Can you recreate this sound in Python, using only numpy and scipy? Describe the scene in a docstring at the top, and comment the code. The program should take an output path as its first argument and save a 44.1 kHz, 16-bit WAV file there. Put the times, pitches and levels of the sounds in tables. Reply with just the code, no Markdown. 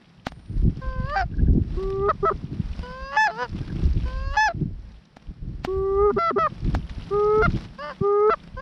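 """Two goose calls in a windy stubble field

Two reed goose calls answer each other: a bright one aimed past the microphone and a muffled one close
behind it. Breath makes each reed moan on a low note, then break up into a honk. Wind buffets the
microphone, its housing is knocked a few times, dry stalks rustle and snap, and faint pips sound far off."""
import sys
import numpy as np
from scipy import signal
from scipy.fft import rfft, irfft
from scipy.io import wavfile
from scipy.ndimage import uniform_filter1d, minimum_filter1d

SR = 44100
rng = np.random.default_rng(int(sys.argv[2]) if len(sys.argv) > 2 else 0)


def inscribe(sig):
    """Save sig as 16-bit PCM at rate SR to the path in sys.argv[1].

    A 1-D sig is mono; a 2-D sig holds one channel per row.
    Samples are clipped to [-1, 1] before scaling.
    """
    pcm = np.round(np.clip(np.atleast_2d(sig).T, -1, 1) * 32767)
    wavfile.write(sys.argv[1], SR, pcm.astype(np.int16))


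N = 379701

# Honks of the muffled call: (start [s], end [s], early pitch [Hz], pitch before the fall [Hz],
# end pitch [Hz], level [dB], treble boost [dB])
MUFFLED_HONK_NOTES = [ (2.082, 2.121, 643, 652, 530, -22, -2), (2.245, 2.308, 661.6, 636, 515, -23.5, -5),
                      (6.177, 6.316, 679, 659, 530, -26.5, 1.5), (6.376, 6.481, 665, 599, 500, -25, 0.5),
                      (7.413, 7.473, 701, 695, 557, -24.5, 1.5), (8.294, 8.35, 677, 661, 553, -24.5, -0.5)]


def bright_call():
    """A reed call rich in overtones: it moans, clucks and honks."""
    # Moans: (start [s], push of breath [s], end [s], pitch at each of those three times [Hz],
    # level [dB], treble boost [dB])
    moans = [ (0.813, 1.033, 1.165, 523.6, 512.7, 625, -45, 0),
             (2.826, 3.106, 3.172, 488.3, 550, 586, -45, 6),
             (4.051, 4.31, 4.372, 504.6, 551.3, 587, -48, 9.5),
             (8.566, 8.591, 8.61, 508, 519, 547, -41, 1.5)]
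    # Blowing harder raises pitch and level together: (pitch [Hz], base tone [dB], overtones [dB])
    pressure = [(500, 2.5, -15), (547, 2, -10.5), (600, 12.5, 1)]
    # Wavering low notes, one list of points each: (time [s], pitch [Hz], level [dB])
    clucks = [
        [(3.3, 429, -43.5), (3.36, 439, -44.5), (3.4, 492, -34), (3.43, 500, -29.5), (3.472, 445, -49)],
        [(7.782, 512, -41), (7.825, 587, -37), (7.895, 598, -37), (7.915, 525, -38.5), (7.94, 500, -59.5)],
    ]
    # How the barrel colours the overtones of low notes: (frequency [Hz], gain [dB])
    barrel = [(900, 18), (1650, 12.5), (2400, -19.5), (2850, 1.5), (3300, -20), (4200, -17.5), (4800, -5),
              (5400, -21), (8000, -42)]
    # Honks: (start [s], break [s], end [s], top pitch [Hz], arch depth [share of pitch], sag [Hz/s],
    # pitch after the break [Hz], level [dB], overtone boost [dB])
    honks = [ (1.155, 1.224, 1.246, 816, 0.055, 1103, 707, -21, -3),
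             (3.163, 3.274, 3.315, 881, 0.063, 2, 705, -18.5, 2.5),
             (4.365, 4.484, 4.525, 876.7, 0.072, -1, 694, -18.5, 1.5)]
    # A honk's harmonics, from the second up: (gain [dB])
    honk_overtones = [7, -7, -14.5, -20.5, -11.0, -20, -32, -41, -59.5, -61] + [-57] * 5
    # The reed beats unevenly: (start [s], end [s], depth [factor], hoarseness [factor])
    creaks = [(1.14, 1.255, .5, 1.), (3.115, 3.175, 1.1, .5), (3.265, 3.325, .55, .8),
              (3.375, 3.47, .9, .15), (4.33, 4.375, 1.1, .5), (4.48, 4.535, .55, .8), (7.82, 7.91, .9, .25),
              (7.89, 7.95, .6, .7)]
    low = [blown(row[:3], row[3:6], row[6], pressure) for row in moans]
    low += [[(s, hz, db, db - 14.5) for s, hz, db in cluck] for cluck in clucks]
    treble = [row[-1] for row in moans] + [4] * len(clucks)
    high = [bright_honk(*row) for row in honks]
    return (reed(low, barrel, creaks, treble_db=treble, treble_above=4)
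            + reed(high, honk_overtones, creaks))


def bright_honk(start, split, end, top_hz, depth, sag, tail_hz, db, boost_db, break_s=0.0089):
    """Points of one honk: a high arch of pitch that breaks down into a short dull tail."""
    # The arch: (way to the break [0-1], pitch dip [times the depth], base tone [dB], overtones [dB])
    arch = [(0, .6, 2, -12), (0.399, 0.11, -2, -10.5), (.8, .27, -2, -13.5), (1, 1.16, -4, -15)]
    levels = np.array([db, db + boost_db])
    points = []
    for share, dip, *shape_db in arch:
        elapsed = share * (split - start)
        points.append((start + elapsed, top_hz * (1 - depth * dip) - sag * elapsed, *(levels + shape_db)))
    end_hz = tail_hz * (1 - 1.95 * (end - split - break_s))
    return points + [(split + break_s, tail_hz, *(levels + (-5.5, -26))),
                     (end, end_hz, *(levels + (-15, -34)))]


def muffled_call(grunt_hz=398, creak_s=.02):
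    """A duller reed call: strong round moans and grunts, and short honks."""
    # Moans: (start [s], push of breath [s], end [s], pitch at each of those three times [Hz], level [dB])
    moans = [ (1.769, 2.002, 2.097, 383.7, 390.8, 416, -22),
             (5.672, 5.96, 6.06, 382.8, 392.9, 418.7, -18.5),
             (7.105, 7.297, 7.432, 409.3, 422.6, 436.3, -21.5), (8.006, 8.198, 8.307, 403, 413.2, 438, -20)]
    # Short low grunts around the honks: (start [s], length [s], level [dB])
    grunts = [(2.226, 0.034, -19.5), (2.306, 0.022, -22.5), (6.162, 0.029, -19), (6.305, 0.015, -19.5),
              (6.358, 0.033, -18.5)]
    # Harmonics of the low notes and of the honks, from the second up: (gain [dB])
    low_overtones = [-1, 8, -20.5, -21, -44]
    honk_overtones = [6.5, -9, -22.5, -23, -25, -26.5, -32, -39.5, -47.5]
    low = [muffled_moan(*row) for row in moans]
    low += [[(t, grunt_hz, db, db - 18.5) for t in (s, s + length)] for s, length, db in grunts]
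    high = [muffled_honk(*row[:-1]) for row in MUFFLED_HONK_NOTES]
    treble = [row[-1] for row in MUFFLED_HONK_NOTES]
    # Low notes creak as they end; honks rasp at both ends.
    creaks = [(note[-1][0] - creak_s, note[-1][0] + creak_s, 1.4, .2) for note in low]
    rasps = [(s - creak_s, s + creak_s, .25, .9) for note in high for s in (note[0, 0], note[-1, 0])]
    return (reed(low, low_overtones, creaks)
            + reed(high, honk_overtones, rasps, dulling=19.5, treble_db=treble))


def muffled_moan(start, push, end, start_hz, push_hz, end_hz, db, scoop_s=0.045):
    """Points of one moan: it scoops up to pitch, creeps higher, then rises with a push of breath."""
    # Blowing harder raises pitch and level together: (pitch [Hz], base tone [dB], overtones [dB])
    pressure = [(383.6, -7, -31), (401, -1, -17), (438, 4, -12)]
    times = [start, start + scoop_s, push, end]
    hz = [.94 * start_hz, start_hz, push_hz, end_hz]
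    if not any(abs(honk[0] - end) < scoop_s for honk in MUFFLED_HONK_NOTES):
        times, hz = times + [6.118], hz + [396]  # the one moan that runs into no honk sags away
    return blown(times, hz, db, pressure)


def muffled_honk(start, end, start_hz, hold_hz, end_hz, db, rise_s=0.011, fall_s=0.017):
    """Points of one honk: a quick flip up, a held high note, a drop at the end."""
    # Loudness at the start, top, middle, fall and end: (base tone [dB], overtones [dB])
    shape_db = [(-8, -12.5), (-3.5, -3.5), (-4.5, -1.5), (-4.5, -0.5), (-3.5, -6)]
    top, fall = start + rise_s, end - fall_s
    times = [start, top, (top + fall) / 2, fall, end]
    hz = [0.82 * start_hz, start_hz, start_hz - (start_hz - hold_hz) * 0.23, hold_hz, end_hz]
    return np.column_stack([times, hz, np.add(db, shape_db)])


def blown(times, pitches, db, pressure):
    """Points of a low note whose loudness follows its pitch, as both come from the breath."""
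    t = np.linspace(times[0], times[-1], num=40)
    hz = np.interp(t, times, pitches)
    at_hz, base_db, over_db = np.transpose(pressure)
    return np.transpose([t, hz, db + np.interp(hz, at_hz, base_db), db + np.interp(hz, at_hz, over_db)])


def reed(notes, colour, creaks, dulling=0., treble_db=None, treble_above=2, jitter=.0012, slip=.002):
    """A vibrating reed makes a base tone plus overtones at whole multiples of its pitch.
    Each note is a list of points: (time [s], pitch [Hz], base tone [dB], overtones [dB])."""
    out, colour = np.zeros(N), np.transpose(colour)
    waver, hoarse = walk(150), walk(900)
    uneven_db = 3.5 * walk(20)  # each harmonic above the third swells and fades on its own
    for note, treble in zip(notes, treble_db or [0] * len(notes)):
        times, pitches, base_db, over_db = np.transpose(note)
        i = np.arange(int(times[0] * SR), min(int(times[-1] * SR), N))
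        t = i / SR
        # Breath cannot change in an instant, so the pitch is smoothed.
        hz = uniform_filter1d(np.interp(t, times, pitches), int(0.0041 * SR), mode="nearest")
        slide = np.abs(np.gradient(np.log(hz))) * SR  # fast slides waver more and sound hoarse
        phase = 2 * np.pi * np.cumsum(hz * (1 + (jitter + slip * slide) * waver[i])) / SR
        sag = np.log(hz.max() / hz) * (t > t[np.argmax(hz)])  # with dulling, a falling note loses treble
        # The colour gives gains either by harmonic number or by frequency.
        gains = colour if colour.ndim == 1 else [np.interp(k * hz, *colour) for k in range(2, 16)]
        overtones = np.zeros(len(t))
        for k, db in enumerate(gains, start=2):
            db = db + (k > 3) * uneven_db[i - k * SR // 4]
            db = db + treble * (k > treble_above) - dulling * sag * max(k - 3, 0)
            overtones += undb(db) * np.sin(k * phase + np.pi / 4 * k * k)
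        overtones *= undb(np.interp(t, times, over_db))
        base = undb(np.interp(t, times, base_db)) * np.sin(phase)
        # In a creak, strong and weak beats take turns, so half the pitch is heard too.
        beat = sum(depth * fade(t, start, end, 0.014) * (np.cos(phase / 2) + rasp * hoarse[i])
                   for start, end, depth, rasp in creaks)
        beat += 0.0048 * slide * hoarse[i]
        tone = base * (1 + 0.26 * beat) + overtones * (1 + beat)
        out[i] += np.sqrt(2) * tone * fade(t, times[0], times[-1], edge_s=.009)
    return out


def flutters(start_hz=274.4, db=-25):
    """The slack reed of the muffled call flutters between notes: soft, low, falling tones."""
    # Flutters: (start [s], length [s])
    moments = [(6.108, 0.069), (6.317, 0.049)]
    out = np.zeros(N)
    for s, length in moments:
        t = np.arange(int(length * SR)) / SR
        tone = np.sin(2 * np.pi * start_hz * t * (1 - 2.2 * t))
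        add(out, s, undb(db) * np.sin(np.pi * t / length) * tone)
    return out


def with_echo(calls, tail_db=-25, tail_t60_s=.1):
    """Sound bounces off the ground and the hunting blind, adding a short tail."""
    t = np.arange(SR // 5) / SR
    tail = rng.standard_normal(len(t)) * np.exp(-np.log(1000) * t / tail_t60_s)
    return calls + undb(tail_db) * signal.fftconvolve(calls, tail / np.linalg.norm(tail))[:N]


def wind(kicks_per_s=120):
    """Wind rumbles and its swirls kick the microphone's membrane; stronger gusts reach higher in pitch."""
    # Gusts: (time [s], rumble [dB], buffeting before each band scales it [dB])
    gusts = [(0, -69, -56.5), (0.498, -45.5, -44), (0.658, -22, -29.5), (1.15, -38, -44.5),
             (1.389, -26, -30), (1.951, -34.5, -39), (2.601, -30.5, -30.5), (2.68, -31.5, -52.5),
             (3.351, -60, -64.5), (3.521, -32, -31.5), (4.028, -24, -34.5), (4.461, -45, -55),
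             (4.583, -26, -25.5), (4.721, -35.5, -41), (4.93, -48, -58), (5.21, -71, -56),
             (5.295, -27, -36.5), (5.35, -60, -51), (5.43, -24, -30.5), (5.7, -36, -41.5),
             (6.4, -48, -43.5), (6.72, -24, -27.5), (6.8, -28.5, -39), (7.41, -39.5, -38),
             (7.49, -22.5, -28.5), (7.68, -42.5, -38.5), (7.78, -52, -60), (8.098, -65, -61.5),
             (8.61, -37, -46)]
    # Single swirls that thump the membrane: (start [s], level [dB], pitch [Hz])
    thumps = [(0.675, -7.5, 163), (0.996, -17.5, 159), (1.037, -18, 113), (1.251, -18.5, 131),
              (1.606, -12.5, 88), (2.595, -12, 150), (3.958, -15, 130), (4.654, -18, 184),
              (6.683, -15, 143), (7.475, -13, 159), (8.01, -12.5, 158)]
    times, *curves = np.transpose(gusts)
    lumps_db = 3.5 * walk(30)
    rumble_db, buffet_db = (np.interp(np.arange(N) / SR, times, db) + lumps_db for db in curves)
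    kicks = (rng.random(N) < kicks_per_s / SR) * rng.standard_normal(N)
    kicks *= undb(np.minimum(4 * rng.exponential(size=N), 8))
    rough_air = unit(kicks) + 0.8 * rng.standard_normal(N)
    out = unit(steep(rng.standard_normal(N), 24, 76.7)) * undb(rumble_db + 4.74 * walk(11))
    for hz, band_db, growth in [(97.0, -30.5, 1.32), (203.3, -37.0, 1.73), (407, -57, 1.5)]:
        swirls = unit(steep(rough_air, hz / 1.243, hz * 1.772))
        out += swirls * undb(band_db + growth * (buffet_db + 31.0))
    for s, db, hz in thumps:
        t = np.arange(int(2.2 / hz * SR)) / SR
        add(out, s, undb(db) * np.sin(np.pi * t / t[-1]) ** 2 * np.sin(2 * np.pi * hz * t))
    return out


def knocks(scrape_s=0.025):
    """A short scrape grows into a tick that rings the plastic housing and rattles out."""
    # Knocks on the housing: (time [s], strength [dB])
    hits = [(.268, -17.5), (.32, -53), (5.168, -52), (5.648, -25), (6.749, -34.5)]
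    # Tones the housing rings at: (frequency [Hz], gain [dB], time to fade by 60 dB [s])
    housing = [(263, 17, 0.023), (755, 20.5, 0.012), (1270, 26, 0.0023)]
    out, t = np.zeros(N), np.arange(SR // 10) / SR - scrape_s
    after = np.maximum(t - .001, 0)
    ring = sum(undb(db) * np.exp(-np.log(1000) * after / t60) * np.sin(2 * np.pi * hz * after)
               for hz, db, t60 in housing)
    for (s, db), noise in zip(hits, rng.standard_normal((len(hits), len(t)))):
        rattle = steep(noise, 510, 5060) * np.exp(np.where(t < 0, t / 0.0033, -t / 0.0053))
        tick = band(noise, 580, 12000) * np.exp(-np.abs(t - .0015) / 0.00041)
        add(out, s - scrape_s, undb(db) * (ring + undb(11.5) * rattle + tick))
    return out


def high_shimmer(lasts_s=0.45):
    """A faint, narrow, high hiss lingers about half a second after three of the knocks, then stops."""
    # Shimmers: (start [s], frequency [Hz], strength [dB])
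    shimmers = [(.268, 9100, -59), (5.648, 9040, -64), (6.749, 9950, -64)]
    out, t = np.zeros(N), np.arange(SR) / SR
    for (s, hz, db), noise in zip(shimmers, rng.standard_normal((len(shimmers), len(t)))):
        add(out, s, undb(db) * steep(noise, .97 * hz, 1.035 * hz) * np.exp(-(t / lasts_s) ** 8))
    return out * undb(1.5 * walk(25))


def snaps(decay_s=0.0077):
    """Dry stalks crack close by, each a burst of noise that dies fast."""
    # Cracks: (time [s], strength [dB])
    cracks = [(1.096, -32.5), (3.564, -37), (3.676, -37.5), (6.6448, -34.5), (6.895, -31), (7.502, -32),
              (7.569, -33), (7.649, -34)]
    out, t = np.zeros(N), np.arange(SR // 25) / SR
    for (s, db), noise in zip(cracks, rng.standard_normal((len(cracks), len(t)))):
        add(out, s, undb(db) * steep(noise, 800, 4630) * np.exp(-t / decay_s))
    return out


def stubble(band_ratio=1.3):
    """Air hisses through the stubble and dry stalks tick, more often as the rustle swells."""
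    # Colour of the hiss: (frequency [Hz], relative level [dB])
    spectrum = [(90, -34.5), (170, -3), (330, -21.5), (1600, -28.5), (2500, -31.5), (5600, -36),
                (6400, -51.5), (10500, -53), (11500, -65.5), (15500, -70.5)]
    # Loudness of the rustle: (time [s], level [dB])
    rustle_levels = [(0, -51.5), (2.099, -49), (4.0, -45.5), (4.804, -54), (6.403, -51), (6.799, -45),
                     (7.76, -44), (8.61, -50)]
    # Bands the stalks tick in: (centre [Hz], gain at a rustle of -50 dB [dB])
    crackle_bands = [(2900, -46), (4600, -51)]
    freqs, colour_db = np.transpose(spectrum)
    colour = undb(np.interp(np.log(np.arange(N // 2 + 1) * SR / N + 1), np.log(freqs), colour_db))
    rustle = undb(np.interp(np.arange(N) / SR, *np.transpose(rustle_levels)) + 2.4 * walk(9))
    swell = rustle / undb(-50)

    def ticks(per_s, decay_s=.003):
        """Tiny bursts of noise at random moments."""
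        clicks = (rng.random(N) < per_s * swell / SR) * undb(np.minimum(3 * rng.exponential(size=N), 9))
        return signal.lfilter([1], [1, -np.exp(-1 / (decay_s * SR))], clicks) * rng.standard_normal(N)
    hiss = unit(irfft(rfft(rng.standard_normal(N) + ticks(45)) * colour, N)) * rustle
    return hiss + sum(undb(db) * swell * steep(ticks(20), hz / band_ratio, hz * band_ratio)
                      for hz, db in crackle_bands)


def pips(hz=1610, spread_hz=70, length_s=0.036):
    """Faint blurred blips around one pitch, perhaps far geese."""
    # Blips: (start [s], level [dB])
    blips = [(1.32, -50), (1.376, -48), (1.46, -51), (3.61, -50), (3.685, -50)]
    loudness = np.zeros(N)
    blur = unit(band(rng.standard_normal(N), hz - spread_hz, hz + spread_hz))
    for s, db in blips:
        add(loudness, s, undb(db) * np.hanning(int(length_s * SR)))
    return loudness * blur


def undb(db):
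    """Turn decibels into a gain factor."""
    return 10 ** (np.asarray(db) / 20)


def unit(x):
    """Scale a signal to an average power of 1."""
    return x / np.sqrt(np.mean(x ** 2))


def walk(rate):
    """A smooth random wobble of size about 1, with `rate` new values a second."""
    hold = int(SR / rate)
    steps = np.repeat(rng.standard_normal(N // hold + 1), hold)
    return unit(uniform_filter1d(uniform_filter1d(steps, hold), hold)[:N])


def add(out, s, x):
    """Mix x into out, starting at s seconds."""
    i = int(s * SR)
    out[i:i + len(x)] += x[:N - i]


def band(x, lo_hz, hi_hz):
    """Keep the sound between two frequencies."""
    return signal.sosfilt(signal.butter(2, [lo_hz, hi_hz], "band", fs=SR, output="sos"), x)


def steep(x, lo_hz, hi_hz):
    """Filter twice for a band with sharper edges."""
    return band(band(x, lo_hz, hi_hz), lo_hz, hi_hz)


def fade(t, start, end, edge_s):
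    """A gain that ramps up after start and down before end."""
    return np.clip(np.minimum(t - start, end - t) / edge_s, 0, 1)


def scene():
    """Mix the calls and the sounds around them into one channel."""
    calls = with_echo(bright_call() + muffled_call() + flutters())
    return (calls + pips() + wind() + knocks() + high_shimmer() + stubble() + snaps())[None]


def record(dry, limit=.38, top_hz=15700):
    """A limiter turns the gain down around the loudest peaks; a filter cuts the highest treble."""
    span = SR // 100
    peak = uniform_filter1d(-minimum_filter1d(-np.abs(dry), 2 * span), span)
    limited = dry * limit / np.maximum(peak, limit)
    return signal.sosfilt(signal.ellip(8, .2, 70, top_hz, fs=SR, output="sos"), limited)


dry = scene()
out = record(dry)
inscribe(out)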